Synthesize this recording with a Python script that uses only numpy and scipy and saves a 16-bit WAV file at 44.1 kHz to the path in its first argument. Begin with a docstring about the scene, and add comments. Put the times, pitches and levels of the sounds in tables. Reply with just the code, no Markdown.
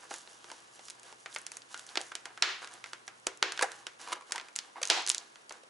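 """A padded cheek liner is pressed into a motorcycle helmet on a table in a small room.
Over faint room noise and a low hum, fingers rub the fabric and plastic tabs tick on the shell.
From about 2 seconds, press studs snap home, ringing the hollow helmet and echoing in the room.
After 3.5 seconds the padding creaks more often, and the hum soon fades. The last stud snaps
near 5 seconds, followed by a flurry of ticks and a little more rubbing."""
import sys
import numpy as np
from scipy import signal
from scipy.fft import rfft, irfft, next_fast_len
from scipy.io import wavfile
from scipy.ndimage import uniform_filter1d, minimum_filter1d

SR = 44100
rng = np.random.default_rng(int(sys.argv[2]) if len(sys.argv) > 2 else 0)


def wav_record(signal):
    """Record a signal, one row per channel, as 16-bit PCM in the file named by sys.argv[1]."""
    frames = np.transpose(np.atleast_2d(signal))
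    bounded = np.clip(frames, -1, 1)
    # unit amplitude maps onto the largest positive 16-bit level
    quanta = np.round(bounded * 32767).astype(np.int16)
    wavfile.write(sys.argv[1], SR, quanta)


N = 251237

# Press studs. Each row: start in seconds, level in dB, ring in Hz, then low, middle and top tone
# in dB against 4 kHz, chatter time in seconds, level sent to the room in dB, shell push in dB.
STUDS = [(1.973, -24.5, 4300, 1.5, 0.5, -17, 0.015, -9.5, -37),
         (2.4242, -9.5, 5350, -13, -2, -15, 0.00082, -3.5, -19),
         (3.2686, -25, 6740, 4.5, 4, -1, .013, -9.5, -33),
         (3.4271, -13, 1535, -6.5, 2.5, -14.5, 0.0048, -7.5, -18),
         (4.901, -9, 3900, -7.5, -5.5, -11, 0.0038, -0.5, -31)]


def undb(db):
    """Turn decibels into a gain."""
    return 10 ** (np.asarray(db) / 20)


def unit(x):
    """Scale a sound to an average power of 1."""
    return x / np.sqrt(np.mean(x ** 2))


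def burst(x):
    """Give a short sound the energy of 5 ms at power 1."""
    return x / np.linalg.norm(x) * np.sqrt(.005 * SR)


def over_hz(points, hz):
    """Read between (Hz, value) points, with octaves evenly spaced."""
    f, value = np.transpose(points)
    return np.interp(np.log(np.maximum(hz, 1)), np.log(f), value)


def over_time(points):
    """Join (seconds, value) points into one value per sample."""
    return np.interp(np.arange(N) / SR, *np.transpose(points))


def colour(x, points):
    """Shape a sound's tone with (Hz, dB) points."""
    n = x.shape[-1]
    size = next_fast_len(n)
    gain = undb(over_hz(points, np.fft.rfftfreq(size, 1 / SR)))
    return irfft(rfft(x, size) * gain, size)[..., :n]


def causal(gain):
    """The quickest response to a tap that has these gains across frequency."""
    cepstrum = irfft(np.log(gain + 1e-9))
    half = len(cepstrum) // 2
    cepstrum[1:half] *= 2
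    cepstrum[half + 1:] = 0
    return irfft(np.exp(rfft(cepstrum)))


def add(track, s, sound):
    """Mix a sound in at s seconds."""
    start = max(int(s * SR), 0)
    track[start:start + len(sound)] += sound[:max(N - start, 0)]


def stereo(mid, side):
    """Make left and right from what they share (mid) and how they differ (side)."""
    return np.array([mid + side, mid - side])


def background(air_db=-65.5, hum_hz=121):
    """Steady room noise, alike on both sides in the bass, and a low hum that fades."""
    # Tone of the room noise. Each row: frequency in Hz, level in dB.
    air_tone = [(25, -32), (65, -8.5), (130, 1), (250, 7), (450, 8), (1500, 3.5), (2500, -3), (6500, -6.5),
                (9000, -5.5), (11500, -11.5), (13000, -48)]
    # Strength of the hum. Each row: time in seconds, level in dB.
    hum_levels = [(0, -82.5), (3.8, -79.5), (4.2, -96), (5.7, -112)]
    mid, side = (unit(colour(rng.standard_normal(N), air_tone)) for _ in range(2))
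    side = colour(side, [(100, -9), (350, -2.5), (900, 7), (2500, 8), (7000, -0.5)])
    hum = np.sqrt(2) * np.sin(2 * np.pi * hum_hz * np.arange(N) / SR) * undb(over_time(hum_levels))
    return undb(air_db) * stereo(mid, side) + hum


def room(x, build_s=0.0015, side_db=-6, early_db=8, early_s=0.012, alike_hz=220):
    """The table and near walls echo within milliseconds; the tail dies first in the treble."""
    # Tone of the echo. Each row: frequency in Hz, gain in dB.
    echo_tone = [(50, -19), (170, 5), (250, -6), (310, 3.5), (400, -1.5), (620, 3.5), (950, 1), (1500, 0),
                 (2200, -2.5), (4500, -7.5), (6500, -7), (9000, -11.5), (11500, -9)]
    # Length of the echo. Each row: frequency in Hz, seconds to fade by 60 dB (called t60).
    fade_times = [(200, 0.38), (530, 0.38), (1400, 0.44), (3700, 0.42), (6500, 0.36), (10000, 0.31)]
    size = SR * 2 // 3
    t, hz = np.arange(size) / SR, np.fft.rfftfreq(size, 1 / SR)
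    noise = rfft(rng.standard_normal((2, size)))
    noise[1] *= hz / np.hypot(hz, alike_hz)  # long waves reach both sides alike
    centres, t60s = np.transpose(fade_times)
    tail = 0
    for share, t60 in zip(np.eye(len(centres)), t60s):
        gain = over_hz(list(zip(centres, share)), hz) * undb(over_hz(echo_tone, hz))
        tail = tail + irfft(noise * gain, size) * np.exp(-np.log(1000) * t / t60)
    tail = tail * (1 - np.exp(-t / build_s)) * (1 + undb(early_db) * np.exp(-t / early_s))
    mid, side = tail / np.sqrt(SR * t60s.mean() / np.log(1e6))
    return signal.fftconvolve(x[None], stereo(mid, undb(side_db) * side), axes=1)[:, :N]


def shell(x):
    """Every touch makes the hollow of the helmet ring briefly."""
    # The helmet's own notes. Each row: pitch in Hz, seconds to fade by 60 dB, gain in dB.
    notes = [(330, 0.35, -4), (387.3, 0.29, 2.5), (452, 0.3, 5), (513, 0.11, 9), (782, 0.038, 5),
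             (894, 0.027, 3), (1124, 0.2, -26), (1620, 0.25, 7)]
    t = np.arange(SR // 3) / SR
    ring = 0
    for hz, t60, db in notes:
        decay = np.log(1000) / t60
        ring = ring + undb(db) * 2 * decay / SR * np.cos(2 * np.pi * hz * t) * np.exp(-decay * t)
    return signal.fftconvolve(x, ring)[:N]


def fingers(grip_pressure_db=-2, rise_share=0.25, firm_rub_per_db=0.1, patchy_db=1.5):
    """Strokes swell and fade, setting the strength of padding drag, cloth rub and fibre hiss."""
    # Resting hands never quite stop. Each row: time in seconds, level in dB.
    grip = [(0, -62.5), (.7, -65), (1.2, -68.5), (2.2, -69), (2.9, -65.5), (3.1, -70.5), (4.6, -71),
            (5.3, -67), (5.69, -73)]
    # Finger strokes. Each row: start and length in seconds, level in dB, pressure in dB.
    strokes = [(.01, 0.073, -63.5, 5), (0.088, 0.15, -54, -5.5), (.26, .13, -60.5, -4),
               (.44, 0.24, -62, -1), (.72, .14, -66, -6), (.82, 0.12, -62.5, -9), (1.03, 0.11, -60, 0.5),
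               (1.17, 0.13, -71, -10), (1.29, 0.15, -59.5, -5), (1.52, .09, -61, -2.5),
               (1.688, 0.18, -58, -3.5), (1.86, 0.16, -56.5, -2), (1.99, .13, -70.5, -17.5),
               (2.25, 0.073, -62, 9.5), (2.61, 0.056, -52.5, 1), (2.7, 0.091, -58.5, 2),
               (2.852, 0.077, -61, -2), (3.51, 0.36, -58.5, 0.5), (3.7, 0.11, -60, -2),
               (3.988, .11, -52.5, -1), (4.059, 0.13, -51, 4), (4.26, .08, -60.5, -1),
               (4.33, .1, -56.5, 4.5), (4.43, 0.074, -62.5, 2.5), (4.612, .1, -61.5, 1.5),
               (4.75, 0.098, -59.5, 9.5), (4.832, .14, -53, -1), (5.06, 0.19, -59.5, 3.5),
               (5.49, .1, -59.5, 2.5)]
    t = np.arange(N) / SR
    lean = np.array([[1], [0], [-1]])  # a firm touch drags the padding, a light one brushes the fibres
    power = undb(over_time(grip) + lean * grip_pressure_db) ** 2
    for s, length, db, pressure_db in strokes:
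        speed = np.interp(t, [s, s + rise_share * length, s + length], [0, 1, 0])
        extra_rub_db = firm_rub_per_db * max(pressure_db, 0) * (lean == 0)
        power += speed * undb(db + lean * pressure_db + extra_rub_db) ** 2
    catches = t[::1024]  # the cloth catches and lets go unevenly
    return np.sqrt(power) * undb(patchy_db * np.interp(t, catches, rng.standard_normal(len(catches))))


def friction(tone, per_second, spread_db, hiss_db):
    """Tiny slips of very uneven size over the smooth hiss of sliding cloth."""
    spikes = (rng.random(N) < per_second / SR) * rng.choice([-1, 1], N)
    sizes = undb(spread_db * np.minimum(rng.exponential(size=N), 4))
    hiss = undb(hiss_db) * rng.standard_normal(N)
    return unit(colour(unit(spikes * sizes) + hiss, tone))


def liner(dragging, rubbing, brushing, drag_db=-1, cloth_db=-2):
    """Padding drags on the shell while the cloth cover rubs and its fibres crackle."""
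    # Tones of padding, cloth and fibres. Each row: frequency in Hz, level in dB.
    drag_tone = [(40, -38), (150, -25.5), (250, -13), (360, 0), (600, -8), (950, -0.5), (1600, 0),
                 (2300, -7), (4500, -25)]
    cloth_tone = [(800, -21.5), (1900, -14), (2800, 4.5), (4500, 1.5), (6000, -4.5), (9000, -11)]
    fibre_tone = [(3000, -22), (5500, -2.5), (6800, -2.5), (8500, -7), (11000, -7.5)]
    drag = friction(drag_tone, per_second=450, spread_db=3.5, hiss_db=-3)
    cloth = friction(cloth_tone, per_second=1200, spread_db=3.5, hiss_db=-1)
    fibre = friction(fibre_tone, per_second=900, spread_db=4.5, hiss_db=-1)
    return drag * dragging * undb(drag_db) + cloth * rubbing * undb(cloth_db) + fibre * brushing


def slips(count=6, gap_s=0.011, doubling_db=22, gap_scatter=.05, pitch_scatter=0.085):
    """Padding sticks and slips until the push is spent: lists each slip's time, gain, pitch and grit."""
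    # Creaks. Each row: start and length in seconds, level in dB, pitch in Hz, grit in dB.
    runs = [(0.108, .004, -39.5, 740, 9), (0.516, .004, -43, 946, -22), (1.7441, .004, -37, 1450, -25),
            (2.117, .004, -42, 1547, -20), (3.6108, .003, -28, 1024, -1.5), (3.6214, .003, -27.5, 1560, 3),
            (3.6265, .003, -29.5, 448, -9), (3.6285, .003, -24, 1730, -2), (3.6322, 0.017, -31.5, 814, -6),
            (4.0743, 0.025, -40, 1060, -4), (4.1194, .004, -34.5, 1020, -2),
            (4.1251, 0.0093, -31.5, 1060, 8), (4.1285, .004, -28.5, 1267, 2.5),
            (4.209, 0.021, -47.5, 1080, -2), (4.308, 0.0036, -43.5, 1050, 3),
            (4.3486, 0.032, -42, 960, -14), (4.7577, 0.031, -44.5, 926, -27), (4.816, .004, -35, 550, 5),
            (4.904, 0.023, -29.5, 880, -22), (4.963, 0.06, -38, 930, -10), (5.634, 0.0057, -52, 530, 0.5)]
    scatter = rng.standard_normal((len(runs), 2, count))
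    rows = []
    for (s, length, db, hz, grit_db), (late, detune) in zip(runs, scatter):
        gaps = gap_s * 2 ** (-(db + 40) / doubling_db)  # a harder push slips more often
        gaps = gaps * np.exp(gap_scatter * late)
        ages = np.cumsum(gaps) - gaps[0]
        gains = undb(db) * np.exp(-(ages / length) ** 4)
        pitches = hz * np.exp(pitch_scatter * detune * (ages > 0))
        rows += [(s + age, gain, pitch, grit_db) for age, gain, pitch in zip(ages, gains, pitches)]
    return rows


def creaks(swell_s=0.0016, overtone=2.2, overtone_db=-11, size=1024):
    """Each slip of the foam swings for a few cycles, with grit from the cloth; a run of them creaks."""
    t, out = np.arange(size) / SR, np.zeros(N)
    push = t / swell_s * np.exp(-t / swell_s)
    for s, gain, hz, grit_db in slips():
        phase = 2 * np.pi * hz * t + 2 * np.pi * rng.random()
        swing = unit(np.sin(phase) + undb(overtone_db) * np.sin(overtone * phase))
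        noise = rng.standard_normal(size)
        grit = unit(colour(noise, [(200, -9.5), (700, -8), (5000, -6), (11000, -13.5)]))
        add(out, s, burst(push * (swing + undb(grit_db) * grit)) * gain)
    return colour(out, [(60, -38), (200, -15), (420, -1.5)])  # a small pad gives off little bass


def resonance(hz, ring_hz, peak_db=3.5, sharpness=15):
    """A small plastic part boosts the frequencies near its own note."""
    ratio = hz / ring_hz
    return 1 + undb(peak_db) * 1j * ratio / (sharpness * (1 - ratio ** 2) + 1j * ratio)


def click(ring_hz, low_db, mid_db, top_db, t60, chatter_db=7.5, creep_db=-3, creep_s=0.00059):
    """A plastic edge creeps, lets go with a sharp spike, then chatters briefly."""
    # Centres of the low, middle, reference and top bands in Hz.
    bands_hz = [560, 1550, 4200, 9000]
    # Tone shared by all clicks. Each row: frequency in Hz, level in dB.
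    contact_tone = [(25, -10.5), (100, -29.5), (190, -19), (350, 2), (560, 0), (7000, 7), (11500, -1.5),
                    (15000, -10)]
    size, lead = 2048, 256  # samples in all, and before the spike
    t, hz = (np.arange(size) - lead) / SR, np.fft.rfftfreq(size, 1 / SR)
    noise = rng.standard_normal(size)
    chatter = noise * (t >= 0) * np.exp(-np.log(1000) * abs(t) / max(t60, 1e-3))
    creep = noise * (t < 0) * np.exp(-abs(t) / creep_s)
    spike = unit(1. * (t == 0))
    spectrum = rfft(undb(chatter_db) * unit(chatter) + undb(creep_db) * unit(creep) + spike)
    # even out the tone over 2000 Hz spans, keeping the chatter's narrow peaks
    spectrum /= np.sqrt(uniform_filter1d(abs(spectrum) ** 2, int(2000 / hz[1])))
    band_levels = list(zip(bands_hz, (low_db, mid_db, 0, top_db)))
    tone = causal(undb(over_hz(band_levels, hz) + over_hz(contact_tone, hz)))
    # bending waves are slower at low pitch, which turns the spike into a few cycles
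    bending = np.exp(-2j * np.pi * 2.4 * np.sqrt(hz / 4000))
    direct = irfft(spectrum * bending * rfft(tone) * resonance(hz, ring_hz))
    # over all directions the narrow peaks even out, so the room gets only the broad tone
    return burst(direct), burst(tone), lead / SR


def tab(ring_hz, body_db, edge_db, chatter_s=.009, doubling_db=10.5):
    """A plastic tab catches on the shell; one with more body chatters longer."""
    # Large, low-ringing tabs give more bass. Each row: ring in Hz, bass in dB against the body.
    bass = [(850, 4), (1500, -9.5), (2200, -10), (6000, -10)]
    low_db = body_db + over_hz(bass, ring_hz)
    t60 = chatter_s * 2 ** (body_db / doubling_db)
    return click(ring_hz, low_db, body_db, edge_db, t60, chatter_db=1, creep_db=-13.5, creep_s=0.00078)


def stud_pushes(push_s=0.00063, lag_s=0.00073):
    """The shell springs back just after each stud seats: a soft push that reaches only its low notes."""
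    t, out = np.arange(512) / SR, np.zeros(N)
    for s, *_, push_db in STUDS:
        add(out, s + lag_s, burst(t * np.exp(-t / push_s)) * undb(push_db))
    # the stiff shell hardly follows slower pushes
    return colour(out, [(120, -6), (280, -4), (400, 3.5), (700, -16.5)])


def studs_and_tabs(spots=5, tab_send_db=-7, send_per_body_db=0.14):
    """Studs snap and tabs tick: the direct sound, and what each spot on the shell sends to the room."""
    # Tab ticks. Each row: start in seconds, level in dB, ring in Hz, then body (middle tone)
    # and edge (top tone) in dB against 4 kHz.
    ticks = [(.1125, -40, 804, 18, -5), (0.14, -39, 6900, 9, 4), (0.2749, -50, 845, -1, -26),
             (0.4432, -48.5, 940, 4, -11), (0.501, -46, 1330, 13, -4), (0.516, -41.5, 860, 2, -2.5),
             (0.7932, -50, 686, 4, -9), (0.854, -51.5, 7060, -8, 11), (0.8838, -45, 5100, 3, -3),
             (0.9001, -41.5, 4200, -1, 7), (0.9053, -44.5, 9400, -10, -6), (0.9966, -52.5, 6140, 2, 8),
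             (1.032, -51, 10200, 2, 3), (1.1263, -48.5, 880, 4, -4), (1.2599, -38.5, 2230, 12.5, -9.5),
             (1.3273, -50.5, 3640, -8, -10), (1.3422, -46.5, 10000, -4, 5), (1.3483, -41.5, 5740, 3, 10),
             (1.3617, -32.5, 2200, 9, -9), (1.3856, -43.5, 6400, 0, 17), (1.416, -50, 10100, -4, 16),
             (1.466, -36, 5840, -0.5, 3.5), (1.5183, -40.5, 1890, 2.5, 3.5), (1.5696, -39, 6570, 7, 10.5),
             (1.6197, -50, 4680, -12, -15), (1.7438, -38.5, 1560, 8.5, -3.5), (1.7762, -45.5, 6220, 4, 4),
             (1.7941, -43.5, 3870, 5, 3.5), (1.866, -47.5, 6350, 2, 8), (1.8905, -47, 4130, -2, -13),
             (1.956, -33, 1530, 6.5, -10), (2.0063, -43, 775, 7, -4), (2.0139, -38.5, 8150, -3, 0),
             (2.119, -42, 1480, 16.5, -4), (2.1531, -33, 3220, 2.5, -0.5), (2.2556, -38, 1390, 8, -1.5),
             (2.3754, -43, 1440, 13, -4), (2.6455, -42.5, 1490, 3, -10), (2.674, -44.5, 1620, 5, -3),
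             (2.738, -47, 1270, 5, 9), (2.8409, -38.5, 2160, 6.5, -9.5), (2.86, -47, 2100, 9, -4),
             (2.9329, -37.5, 1390, 5, -8.5), (3.0697, -57, 9690, -12, 8), (3.0788, -39, 5800, 11.5, -0.5),
             (3.1995, -59, 6840, -12, 17), (3.3739, -51, 6220, -12, 10), (3.5211, -34, 4360, 5, -1),
             (3.576, -37, 1820, 1, -13), (3.5927, -28.5, 1610, 9, -10), (3.6256, -23, 1850, 17.5, 9),
             (3.7177, -42.5, 1500, 1, 1), (3.868, -35, 3150, 4, -6.5), (4.3217, -27.5, 4970, 5.5, 4.5),
             (4.3591, -35, 1880, 7, -1), (4.3799, -36.5, 2030, 8, -6), (4.3984, -41.5, 3100, 4, -19),
             (4.4125, -46, 1060, 4, -8), (4.4852, -49.5, 2490, 10, -1), (4.5564, -45, 7060, -7, -10),
             (4.5616, -29.5, 7060, -1.5, 5.5), (4.5888, -31, 5600, -7, -7), (4.8297, -28.5, 6340, 3.5, 5.5),
             (4.8329, -29.5, 6220, -3.5, -22), (4.8535, -33, 6420, -11, -2), (4.874, -35, 6420, -13, 1),
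             (4.885, -42, 6220, -7.5, 2), (5.0232, -47, 2650, -9, -1), (5.0648, -33, 6000, -18, -4),
             (5.075, -29.5, 3750, -1, 2), (5.085, -32, 6030, -8, -10), (5.093, -24.5, 6900, -11, 38),
             (5.1, -20, 7500, -10.5, -5.5), (5.1157, -31.5, 6220, -14, 1), (5.1472, -29.5, 6500, -6.5, 0),
             (5.1814, -32.5, 7200, -34.5, -8.5), (5.3576, -50, 1360, 4, -10), (5.495, -44, 4740, -8, 1),
             (5.508, -42, 1060, 14, -10), (5.5235, -44, 6060, 0, 3)]
    hits = [(s, db, send_db, click(*tone)) for s, db, *tone, send_db, _ in STUDS]
    for s, db, hz, body_db, edge_db in ticks:
        send_db = tab_send_db + send_per_body_db * min(body_db, 0)  # a thin tab stirs the room less
        hits.append((s, db, send_db, tab(hz, body_db, edge_db)))
    near, sent = np.zeros(N), np.zeros((spots, N))
    for k, (s, db, send_db, (direct, to_room, lead_s)) in enumerate(hits):
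        add(near, s - lead_s, direct * undb(db))
        add(sent[k % spots], s, to_room * undb(db + send_db))
    return near, sent


def limiter(x, ceiling_db=-3.5, release_db_per_s=134, smooth_samples=45):
    """Peaks over the ceiling pull the volume down at once; it then climbs back steadily."""
    over = np.maximum(20 * np.log10(abs(x).max(axis=0) + 1e-9) - ceiling_db, 0)
    climb = release_db_per_s * np.arange(N) / SR
    gain_db = climb - np.maximum.accumulate(over + climb)
    return x * undb(uniform_filter1d(minimum_filter1d(gain_db, smooth_samples), smooth_samples))


def scene(rub_send_db=-7, creak_send_db=-12, click_ring_db=-6, rub_ring_db=-9, creak_ring_db=-7):
    """The hands work just right of the listener; each spot on the helmet has its own echo."""
    dragging, rubbing, brushing = fingers()
    clicks, sent = studs_and_tabs()
    rub, creak = liner(dragging, rubbing, brushing), creaks()
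    near = clicks + rub + creak
    rightward = colour(near, [(800, -39), (2000, -17.5), (4000, -17.5), (10000, -17)])  # mostly treble
    touches = undb(click_ring_db) * clicks + undb(rub_ring_db) * rub + undb(creak_ring_db) * creak
    hollow = shell(stud_pushes() + touches)
    echoes = sum(room(spot) for spot in sent)
    echoes += room(undb(rub_send_db) * rub + undb(creak_send_db) * creak)
    return stereo(near, -rightward) + hollow + echoes + background()


def record(dry):
    """Hold down the loudest snaps and cut the top octave."""
    low_pass = signal.ellip(8, .05, 42, 11040, fs=SR, output="sos")
    return signal.sosfiltfilt(low_pass, limiter(dry))


dry = scene()
out = record(dry)
wav_record(out)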